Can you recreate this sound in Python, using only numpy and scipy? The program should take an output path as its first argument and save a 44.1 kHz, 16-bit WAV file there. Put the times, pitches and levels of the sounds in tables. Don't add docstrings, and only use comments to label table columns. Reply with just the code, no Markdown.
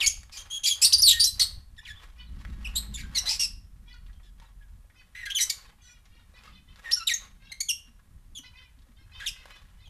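import sys
import numpy as np
from scipy import signal
from scipy.fft import rfft, irfft, next_fast_len
from scipy.io import wavfile

SR = 44100
rng = np.random.default_rng(int(sys.argv[2]) if len(sys.argv) > 2 else 0)


def wav_record(signal):
    frames = np.transpose(np.atleast_2d(signal))
    bounded = np.clip(frames, -1, 1)
    quanta = np.round(bounded * 32767).astype(np.int16)
    wavfile.write(sys.argv[1], SR, quanta)


N = 436148

# start_s, length_s, first_hz, middle_hz, last_hz, level_db, swell_db, throat_hz, roughness (0 to 1)
QUAIL_NOTES = [ (0.0, 0.051, 3790, 2420, 2248, -25.5, -0.5, 3130, 0.23),
               (0.059, 0.0069, 2260, 2410, 2900, -18.5, -9, 5070, 0.45),
               (0.066, .012, 3154, 3303, 3200, -18.5, -6, 6600, 0.31),
               (0.319, 0.056, 2515, 2445, 2375, -45, 4, 4300, 0.6),
               (0.368, 0.048, 3180, 3160, 3210, -43.5, -7, 4700, 0.37),
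               (0.499, 0.077, 3200, 3300, 3250, -37.5, 3.5, 4400, 0.1),
               (0.632, 0.023, 3158, 3287, 3400, -27.5, 6, 4350, 0.54),
               (0.656, 0.026, 2427, 2378, 2400, -21.5, 2, 5170, 0.65),
               (0.683, 0.048, 3380, 3357, 3145, -26, -4.5, 4330, 0.15),
               (0.814, 0.033, 2495, 2603, 2820, -19, 2.5, 6260, 0.42),
               (0.842, 0.033, 4576, 4424, 5000, -16.5, -11.5, 5600, 0.37),
               (0.921, 0.011, 3180, 4766, 5400, -16.5, 3.5, 4200, 0.8),
               (0.933, 0.024, 4890, 4650, 4850, -16, -15.5, 4400, 0.07),
               (0.978, 0.027, 4276, 4880, 5040, -24, -2, 6160, .05),
               (1.122, 0.068, 1867, 1860, 1810, -42.5, 0, 2000, 0.15),
               (1.195, 0.037, 4560, 4700, 4600, -17.5, -5, 5500, 0.35),
               (1.231, 0.026, 4690, 5690, 5200, -20.5, 0.5, 3500, 0.9),
               (1.265, .022, 4140, 4040, 4080, -26, -9, 5300, .05),
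               (1.393, 0.0037, 2023, 2000, 2110, -18, 1.5, 4900, 0.3),
               (1.401, 0.038, 4730, 4320, 4080, -21, -13, 5200, 0.48),
               (1.775, 0.019, 1940, 1755, 1780, -48.5, 2, 2800, 0),
               (1.847, 0.066, 3625, 1973, 1730, -46, 3.5, 2770, 0.31),
               (2.644, 0.027, 2890, 2520, 2870, -36, -1.5, 2130, 0),
               (2.752, 0.031, 3660, 3936, 4200, -27.5, 2, 5400, 0.19),
               (2.936, 0.024, 3840, 3536, 3600, -38, -0.5, 5300, 0.23),
               (2.966, 0.044, 2060, 2390, 1976, -43, 3, 3200, 0.88),
               (3.029, 0.019, 1544, 1584, 1550, -51.5, 0.5, 2250, .15),
               (3.145, 0.029, 2283, 2158, 1957, -26, 10.5, 4200, 0.22),
               (3.178, 0.011, 2720, 2880, 2920, -25.5, 0, 5650, 0.3),
               (3.253, 0.027, 2023, 2013, 2050, -29.5, 5.5, 3800, 0.42),
               (3.286, 0.074, 2456, 2615, 2450, -29.5, -10.5, 4900, 0.77),
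               (3.392, .058, 2778, 2770, 2566, -25.5, -0.5, 5050, 0.26),
               (4.227, 0.068, 1750, 1728, 1646, -67.5, -8, 4000, 0.61),
               (4.605, 0.054, 1700, 1650, 1577, -72.5, -8.5, 2100, .15),
               (5.147, 0.091, 1940, 2030, 1850, -41, -2.5, 2200, 0.31),
               (5.252, 0.012, 1970, 2050, 2010, -35.5, -4, 2800, 0.4),
               (5.261, 0.042, 1677, 1614, 1620, -44.5, -4, 2200, 0.2),
               (5.298, .022, 2710, 3180, 3250, -34.5, -5.5, 3600, 0.33),
               (5.345, 0.035, 3600, 3135, 3050, -27, 3.5, 4210, 0.04),
               (5.382, .024, 2328, 2094, 1950, -27, 3, 3350, .35),
               (5.403, 0.032, 1928, 1951, 2040, -24, -2.5, 6460, 0.37),
               (5.495, .010, 2373, 2210, 2260, -22.5, -7.5, 5120, 0.54),
               (5.815, 0.11, 1600, 1470, 1470, -60.5, 6, 5950, .08),
               (6.841, 0.064, 1990, 1800, 1970, -43.5, 1.5, 2100, .2),
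               (6.906, 0.012, 3000, 3870, 5200, -28, 15.5, 4200, 0.9),
               (6.926, 0.019, 5375, 5480, 5600, -21, -10, 5500, 0),
               (6.959, 0.023, 1500, 1452, 1420, -38, -2, 5400, 0),
               (6.993, 0.04, 1427, 1337, 1400, -43.5, -2, 3400, 0),
               (7.068, 0.011, 3760, 3880, 3600, -21.5, -2, 4600, 0.25),
               (7.079, 0.04, 3193, 2140, 1885, -28, 6, 3130, 0.05),
               (7.135, 0.01, 6480, 6500, 6600, -25, -10, 6000, 0.17),
               (7.514, 0.0082, 2130, 2127, 2050, -35, -2, 3200, 0.13),
               (7.602, 0.0079, 2173, 2208, 2300, -24, -7, 5500, 0.13),
               (7.684, 0.025, 3430, 2878, 2813, -24.5, 3.5, 4570, 0),
               (8.348, 0.037, 3490, 3330, 3007, -42.5, 2.5, 4400, 0.07),
               (9.195, 0.057, 2006, 1600, 2050, -45, -3, 2400, 0.5),
               (9.258, .03, 3740, 3000, 2457, -30.5, -5, 4100, 0.23),
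               (9.846, .03, 3460, 3250, 3050, -59.5, 5, 3650, .45), ]
# time_s, pitch_hz, level_db, throat_hz, roughness (0 to 1)
FALLING_CRY = [(1.016, 6064, -19, 3240, .2), (1.034, 4600, -13.5, 5230, .01), (1.053, 4600, -20.5, 6450, 0),
               (1.068, 4150, -13, 4670, .05), (1.09, 3680, -15, 5200, .3), (1.111, 3930, -16, 2140, .86),
               (1.128, 3130, -27.5, 4400, 1)]
# frequency_hz, gain_db
VOICE_COLOUR = [(1200, 17.5), (2000, -1), (3000, 1.5), (4500, -2), (6500, 2.5), (9000, 1.5), (12000, 4),
                (14500, -10.5)]
# start_s, level_db, ring_hz
BEAK_TAPS = [(0.215, -53, 4440), (0.232, -40.5, 4350), (0.296, -44, 1307), (2.45, -37, 1860),
             (2.501, -43, 1244), (4.399, -45, 3416), (6.436, -44, 3260), (6.759, -46, 2970),
             (9.456, -33.5, 995), (9.507, -40.5, 1655), (9.558, -51, 2880)]
# start_s, level_db, ring_hz
FOOTSTEPS = [(2.294, -51.5, 259.5), (2.4, -43, 220), (3.113, -40.5, 224), (3.234, -43, 676),
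             (3.275, -42, 900), (3.309, -44, 885), (4.415, -54, 916), (6.205, -59, 231), (6.473, -51, 1190),
             (7.225, -50.5, 1175), (7.873, -49.5, 229), (8.241, -60.5, 235), (8.389, -45, 253),
             (8.767, -56, 245.6), (8.886, -54.5, 230)]
# peak_s, level_db, rise_s, fall_s
FOOT_SCUFFLES = [(0.0, -46, .1, 0.12), (0.42, -57, 0.18, 0.45), (0.8, -52.5, 0.083, 0.58),
                 (1.399, -51.5, 0.063, 0.21), (2.04, -56.5, .2, .12), (2.76, -55.5, 0.84, 0.37),
                 (3.28, -48.5, .3, 0.21), (4.43, -62.5, .1, .12), (5.65, -57.5, 0.72, 0.11),
                 (6.469, -58, 0.33, 0.13), (6.88, -53, .2, 0.22), (7.24, -56, .2, 0.11),
                 (9.2, -59.5, .15, .2), (9.48, -58.5, 0.18, 0.47)]
# frequency_hz, gain_db
LITTER_COLOUR = [(200, -19), (400, -2.5), (700, -2), (1100, 4.5), (1700, 1.5), (3500, -3), (7000, -12.5),
                 (14000, -20.5)]
# middle_s, length_s, top_pitch_hz, level_db
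FAR_CALLS = [(1.846, 0.094, 495, -59), (2.203, 0.089, 500, -52.5), (3.918, .13, 493, -55.5),
             (4.988, .1, 511.3, -59), (5.688, 0.097, 522, -63), (5.889, 0.24, 487, -61),
             (6.169, 0.18, 471, -63), (6.373, .083, 500, -57), (6.468, .078, 544, -56.5),
             (6.553, 0.12, 509, -59), (6.706, .093, 515, -61.5), (7.477, 0.17, 546, -56.5),
             (8.457, 0.071, 504, -52), (8.597, .15, 512.3, -53), (9.003, .096, 533, -62.5),
             (9.168, .11, 517, -49), (9.401, 0.14, 522, -53), (9.539, 0.14, 507, -56.5),
             (9.821, 0.11, 512, -63.5)]
# frequency_hz, gain_db
NASAL_COLOUR = [(500, -10.5), (1000, -0.5), (1500, 3.5), (2000, 11.5), (3000, 14.5), (4000, 8.5),
                (4600, 3), (5600, -0.5), (7000, -15)]
# middle_s, length_s, top_pitch_hz, level_db
FAR_WHISTLES = [(1.976, 0.072, 3500, -52), (2.205, .035, 3670, -56), (2.276, .04, 4080, -63),
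                (4.166, 0.06, 3290, -70), (4.465, .04, 3980, -66)]
# frequency_hz, fade_s
PEN_RING = [(500, .4), (2500, 0.36), (5000, 0.33), (8000, 0.27), (14000, 0.34)]
# frequency_hz, gain_db
STEREO_WIDTH = [(3000, -61), (5000, -36), (6500, -16), (14000, -8)]
# peak_s, rumble_db, buffet_db, rise_s, fall_s
DRAUGHTS = [(0.05, -44, -61.5, .3, 1.3), (0.97, -42.5, -60, 0.22, 6), (2.42, -39, -47.5, 0.31, 2.2),
            (3.02, -39, -45, 1.1, .35), (3.6, -45, -60.5, 1.5, 1.5), (4.1, -42.5, -69, 0.77, .5),
            (4.72, -47, -72, 1.0, 0.55), (6.52, -45.5, -55, 0.28, 0.55), (7.45, -55.5, -61.5, 0.87, 1.0),
            (8.27, -50.5, -62.5, 1.12, .8), (9.02, -44.5, -72, .15, 0.69), (9.85, -46, -74, 0.26, .5)]
# frequency_hz, gain_db
RUMBLE_COLOUR = [(20, -5), (35, 5.5), (55, -0.5), (70, -1.5), (100, -8.5), (140, -22), (300, -57.5),
                 (1500, -100)]
BUFFET_COLOUR = [(70, -19.5), (120, -3), (200, -2.5), (270, -14), (400, -24.5), (800, -41), (4000, -89.5)]
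HISS_COLOUR = [(100, 16), (400, -2.5), (1000, -0.5), (2500, -7.5), (5000, -9.5), (10000, -6.5),
               (14000, -10.5)]
# middle_s, length_s, pitch_hz, level_db
LOW_HUMS = [(1.1, .8, 84, -46.5), (2.7, 1.4, 56, -37.5), (3.9, 2.6, 42, -47), (2.7, 0.93, 205, -55)]

HISS_DB = -67


def quail(lead_s=.0005):
    out = np.zeros(N)
    for curve in [FALLING_CRY] + [note_curve(*note) for note in QUAIL_NOTES]:
        add(out, curve[0][0] - lead_s, peep(curve))
    return out


def note_curve(start_s, length_s, first_hz, middle_hz, last_hz, level_db, swell_db, throat_hz, rough):
    arch_db, throat_follows, settling = 1, .1, .4
    u = np.linspace(-1, 1, 15)
    glide = (last_hz / first_hz) ** (u / 2)
    bend = (np.sqrt(first_hz * last_hz) / middle_hz) ** (u * u)
    pitch = middle_hz * glide * bend
    loudness_db = level_db + swell_db * u / 2 + arch_db * (.5 - u * u)
    throat = throat_hz * (pitch / middle_hz) ** throat_follows
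    times = start_s + length_s * (u + 1) / 2
    return np.transpose([times, pitch, loudness_db, throat, rough * (1 - settling * u)])


def peep(curve, sharpness=5.0, attack_s=.008, release_s=.007, highest_hz=15000):
    start_s, end_s, size = curve[0][0], curve[-1][0], SR // 7
    t = start_s - attack_s / 2 + np.arange(size) / SR
    pitch, level_db, throat_hz, rough = along(curve, t)
    rough = .1 + .9 * np.clip(rough, 0, 1)
    tremble = .013 * wobble(220, size)
    tear = .075 * rough * wobble(1100, size)
    phase = 2 * np.pi * np.cumsum(pitch * (1 + tremble + tear)) / SR
    harmonic = np.arange(1, 10)[:, None]
    hz = harmonic * pitch
    dullness = .75 + .013 * (-24.5 - level_db)
    off_throat = sharpness * (hz / throat_hz - throat_hz / hz)
    weight = (hz < highest_hz) / np.sqrt(harmonic ** dullness * (1 + off_throat ** 2))
    weight = weight / np.sqrt(np.sum(weight ** 2, axis=0) / 2) * from_db(at_hz(VOICE_COLOUR, hz))
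    chaos = (wobble(750, hz.size) + 1j * wobble(750, hz.size)).reshape(hz.shape) * .86 * rough
    waves = np.imag((1 + chaos) * np.exp(1j * harmonic * phase))
    tone = np.sum(weight * waves, axis=0) / np.sqrt(1 + rough ** 2)
    tone /= np.maximum(1, np.abs(signal.hilbert(tone)) / 2.6)
    sputter_db = (1.2 + 1.5 * rough) * np.clip(wobble(260, size), -3, 1.3)
    fade = np.clip((t - t[0]) / attack_s, 0, 1) * np.clip((end_s + release_s - t) / release_s, 0, 1)
    note = from_db(level_db + sputter_db) * np.sin(fade * np.pi / 2) ** 2 * tone
    low_cut = signal.butter(8, min(.84 * pitch.min(), 2700), "high", fs=SR, output="sos")
    return signal.sosfilt(low_cut, note)


def pecks_and_steps():
    beaks = knocks(BEAK_TAPS, fade_s=.015, width=.64, crack_db=-3, gain_db=-4.5)
    feet = knocks(FOOTSTEPS, fade_s=.079, width=.058, crack_db=-16, gain_db=1.5)
    others = knocks(foraging(), fade_s=.054, width=.3, crack_db=-7.5, gain_db=-5)
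    return beaks + feet + others


def knocks(rows, fade_s, width, crack_db, gain_db):
    out, t = np.zeros(N), np.arange(SR // 6) / SR
    for start_s, level_db, ring_hz in rows:
        edges_hz = [ring_hz / (1 + width), ring_hz * (1 + width)]
        knock = unit_power(noise_band(edges_hz, len(t)))
        crack = from_db(crack_db) * coloured(rng.standard_normal(len(t)), LITTER_COLOUR)
        add(out, start_s, from_db(level_db + gain_db - 60 * t / fade_s) * (knock + crack))
    return out


def foraging(count=90, level_db=-57, spread_db=3.5, low_hz=200, high_hz=5000):
    return [(when * N / SR, level_db + spread_db * (2 * force - 1), low_hz * (high_hz / low_hz) ** hard)
            for when, force, hard in rng.random((count, 3))]


def rustle(snaps_per_s=1600, spread_db=2.6, clump_db=3.0):
    snaps = (rng.random(N) < snaps_per_s / SR) * rng.choice([-1, 1], N)
    strength = from_db(spread_db * np.minimum(rng.exponential(1, N), 4))
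    clumps = from_db(clump_db * wobble(30, N))
    level_db = surges(FOOT_SCUFFLES, rest_db=-77.5)
    return from_db(level_db) * coloured(snaps * strength * clumps, LITTER_COLOUR)


def far_birds(flicker_db=7.0):
    out = np.zeros(N)
    for middle_s, length_s, top_hz, level_db in FAR_CALLS:
        phase, swell = arched_call(length_s, top_hz, sag=rng.uniform(.03, .09), jitter=.012)
        tone = 0
        for harmonic in range(1, 14):
            flicker = flicker_db * wobble(45, SR // 2)[:len(phase)]
            gain = from_db(at_hz(NASAL_COLOUR, harmonic * top_hz) + flicker)
            tone += gain * np.sin(harmonic * phase + rng.uniform(0, 2 * np.pi))
        add(out, middle_s - length_s / 2, from_db(level_db) * swell * unit_power(tone))
    for middle_s, length_s, top_hz, level_db in FAR_WHISTLES:
        phase, swell = arched_call(length_s, top_hz, sag=.3, jitter=.01)
        add(out, middle_s - length_s / 2, from_db(level_db) * swell * np.sin(phase))
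    return out


def arched_call(length_s, top_hz, sag, jitter):
    u = np.linspace(-1, 1, int(length_s * SR))
    pitch = top_hz * (1 - sag * u ** 2 + jitter * wobble(180, SR // 2)[:len(u)])
    return 2 * np.pi * np.cumsum(pitch) / SR, np.cos(u * np.pi / 2)


def pen(sound, tail_db=-12, echo_db=-4.5, echoes_per_s=900, echo_fade_s=.11):
    t = np.arange(SR // 2) / SR
    echoes = rng.standard_normal(len(t)) * (rng.random(len(t)) < echoes_per_s / SR)
    echoes *= from_db(-60 * t / echo_fade_s) * (t > .003)
    echoes *= from_db(echo_db) / np.linalg.norm(echoes)
    tail, edges_hz = 0, np.geomspace(200, 16000, 9)
    for low, high in zip(edges_hz, edges_hz[1:]):
        fade_s = at_hz(PEN_RING, np.sqrt(low * high))
        tail += noise_band([low, high], len(t)) * from_db(-60 * t / fade_s) * (t > .006)
    tail *= from_db(tail_db) / np.linalg.norm(tail)
    return sound + signal.fftconvolve(sound, echoes + tail)[:N]


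def air(rumble_gain_db=-2, buffet_gain_db=-3.5):
    rumble_db = surges([(s, db, rise, fall) for s, db, _, rise, fall in DRAUGHTS], rest_db=-55)
    buffet_db = surges([(s, db, rise, fall) for s, _, db, rise, fall in DRAUGHTS], rest_db=-68.5)
    lumps_db = 2.8 * wobble(9, N)
    layers = [(rumble_db + rumble_gain_db + lumps_db, RUMBLE_COLOUR),
              (buffet_db + buffet_gain_db + lumps_db, BUFFET_COLOUR),
              (HISS_DB, HISS_COLOUR)]
    return sum(from_db(db) * coloured(rng.standard_normal(N), colour) for db, colour in layers)


def hums():
    out = np.zeros(N)
    for middle_s, length_s, pitch_hz, level_db in LOW_HUMS:
        size = int(length_s * SR)
        pitch = pitch_hz * (1 + .025 * wobble(12, 3 * SR)[:size])
        tone = np.sin(2 * np.pi * np.cumsum(pitch) / SR)
        swell = np.sin(np.linspace(0, np.pi, size))
        add(out, middle_s - length_s / 2, from_db(level_db) * swell * tone)
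    return out


def surges(rows, rest_db, drop_db=20):
    t = np.arange(N) / SR
    level_db = np.full(N, float(rest_db))
    for peak_s, peak_db, rise_s, fall_s in rows:
        from_peak = np.maximum((peak_s - t) / rise_s, (t - peak_s) / fall_s)
        level_db = np.maximum(level_db, peak_db - drop_db * from_peak)
    return level_db


def from_db(db):
    return 10 ** (np.asarray(db) / 20)


def unit_power(x):
    return x / np.sqrt(np.mean(x ** 2) + 1e-20)


def at_hz(points, hz):
    frequencies, values = np.transpose(points)
    return np.interp(np.log(np.maximum(hz, 1)), np.log(frequencies), values)


def along(curve, t):
    times, *columns = np.transpose(curve)
    return [np.interp(t, np.sort(times), column) for column in columns]


def coloured(x, colour):
    size = next_fast_len(len(x))
    gain = from_db(at_hz(colour, np.fft.rfftfreq(size, 1 / SR)))
    return unit_power(irfft(rfft(x, size) * gain, size)[:len(x)])


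def noise_band(edges_hz, size):
    band = signal.butter(2, edges_hz, "band", fs=SR, output="sos")
    return signal.sosfilt(band, rng.standard_normal(size))


def wobble(rate_hz, size):
    smooth, run_in = signal.butter(2, rate_hz, fs=SR, output="sos"), SR // 10
    return unit_power(signal.sosfilt(smooth, rng.standard_normal(size + run_in))[run_in:])


def add(out, start_s, sound):
    start = max(0, int(start_s * SR))
    out[start:start + len(sound)] += sound[:max(0, N - start)]


def scene(quail_db=-1, far_db=-1, side_hiss_db=-6):
    near = from_db(quail_db) * quail() + pecks_and_steps() + rustle()
    middle = pen(near) + from_db(far_db) * pen(far_birds(), tail_db=-7) + air() + hums()
    echoes = pen(near) - near
    hiss = from_db(HISS_DB + side_hiss_db) * coloured(rng.standard_normal(N), HISS_COLOUR)
    size = next_fast_len(N)
    width = from_db(at_hz(STEREO_WIDTH, np.fft.rfftfreq(size, 1 / SR)))
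    side = irfft(1j * rfft(echoes + hiss, size) * width, size)[:N]
    return np.array([middle + side, middle - side])


def record(dry, cutoff_hz=14400):
    return signal.sosfilt(signal.ellip(10, .3, 80, cutoff_hz, fs=SR, output="sos"), dry)


dry = scene()
out = record(dry)
wav_record(out)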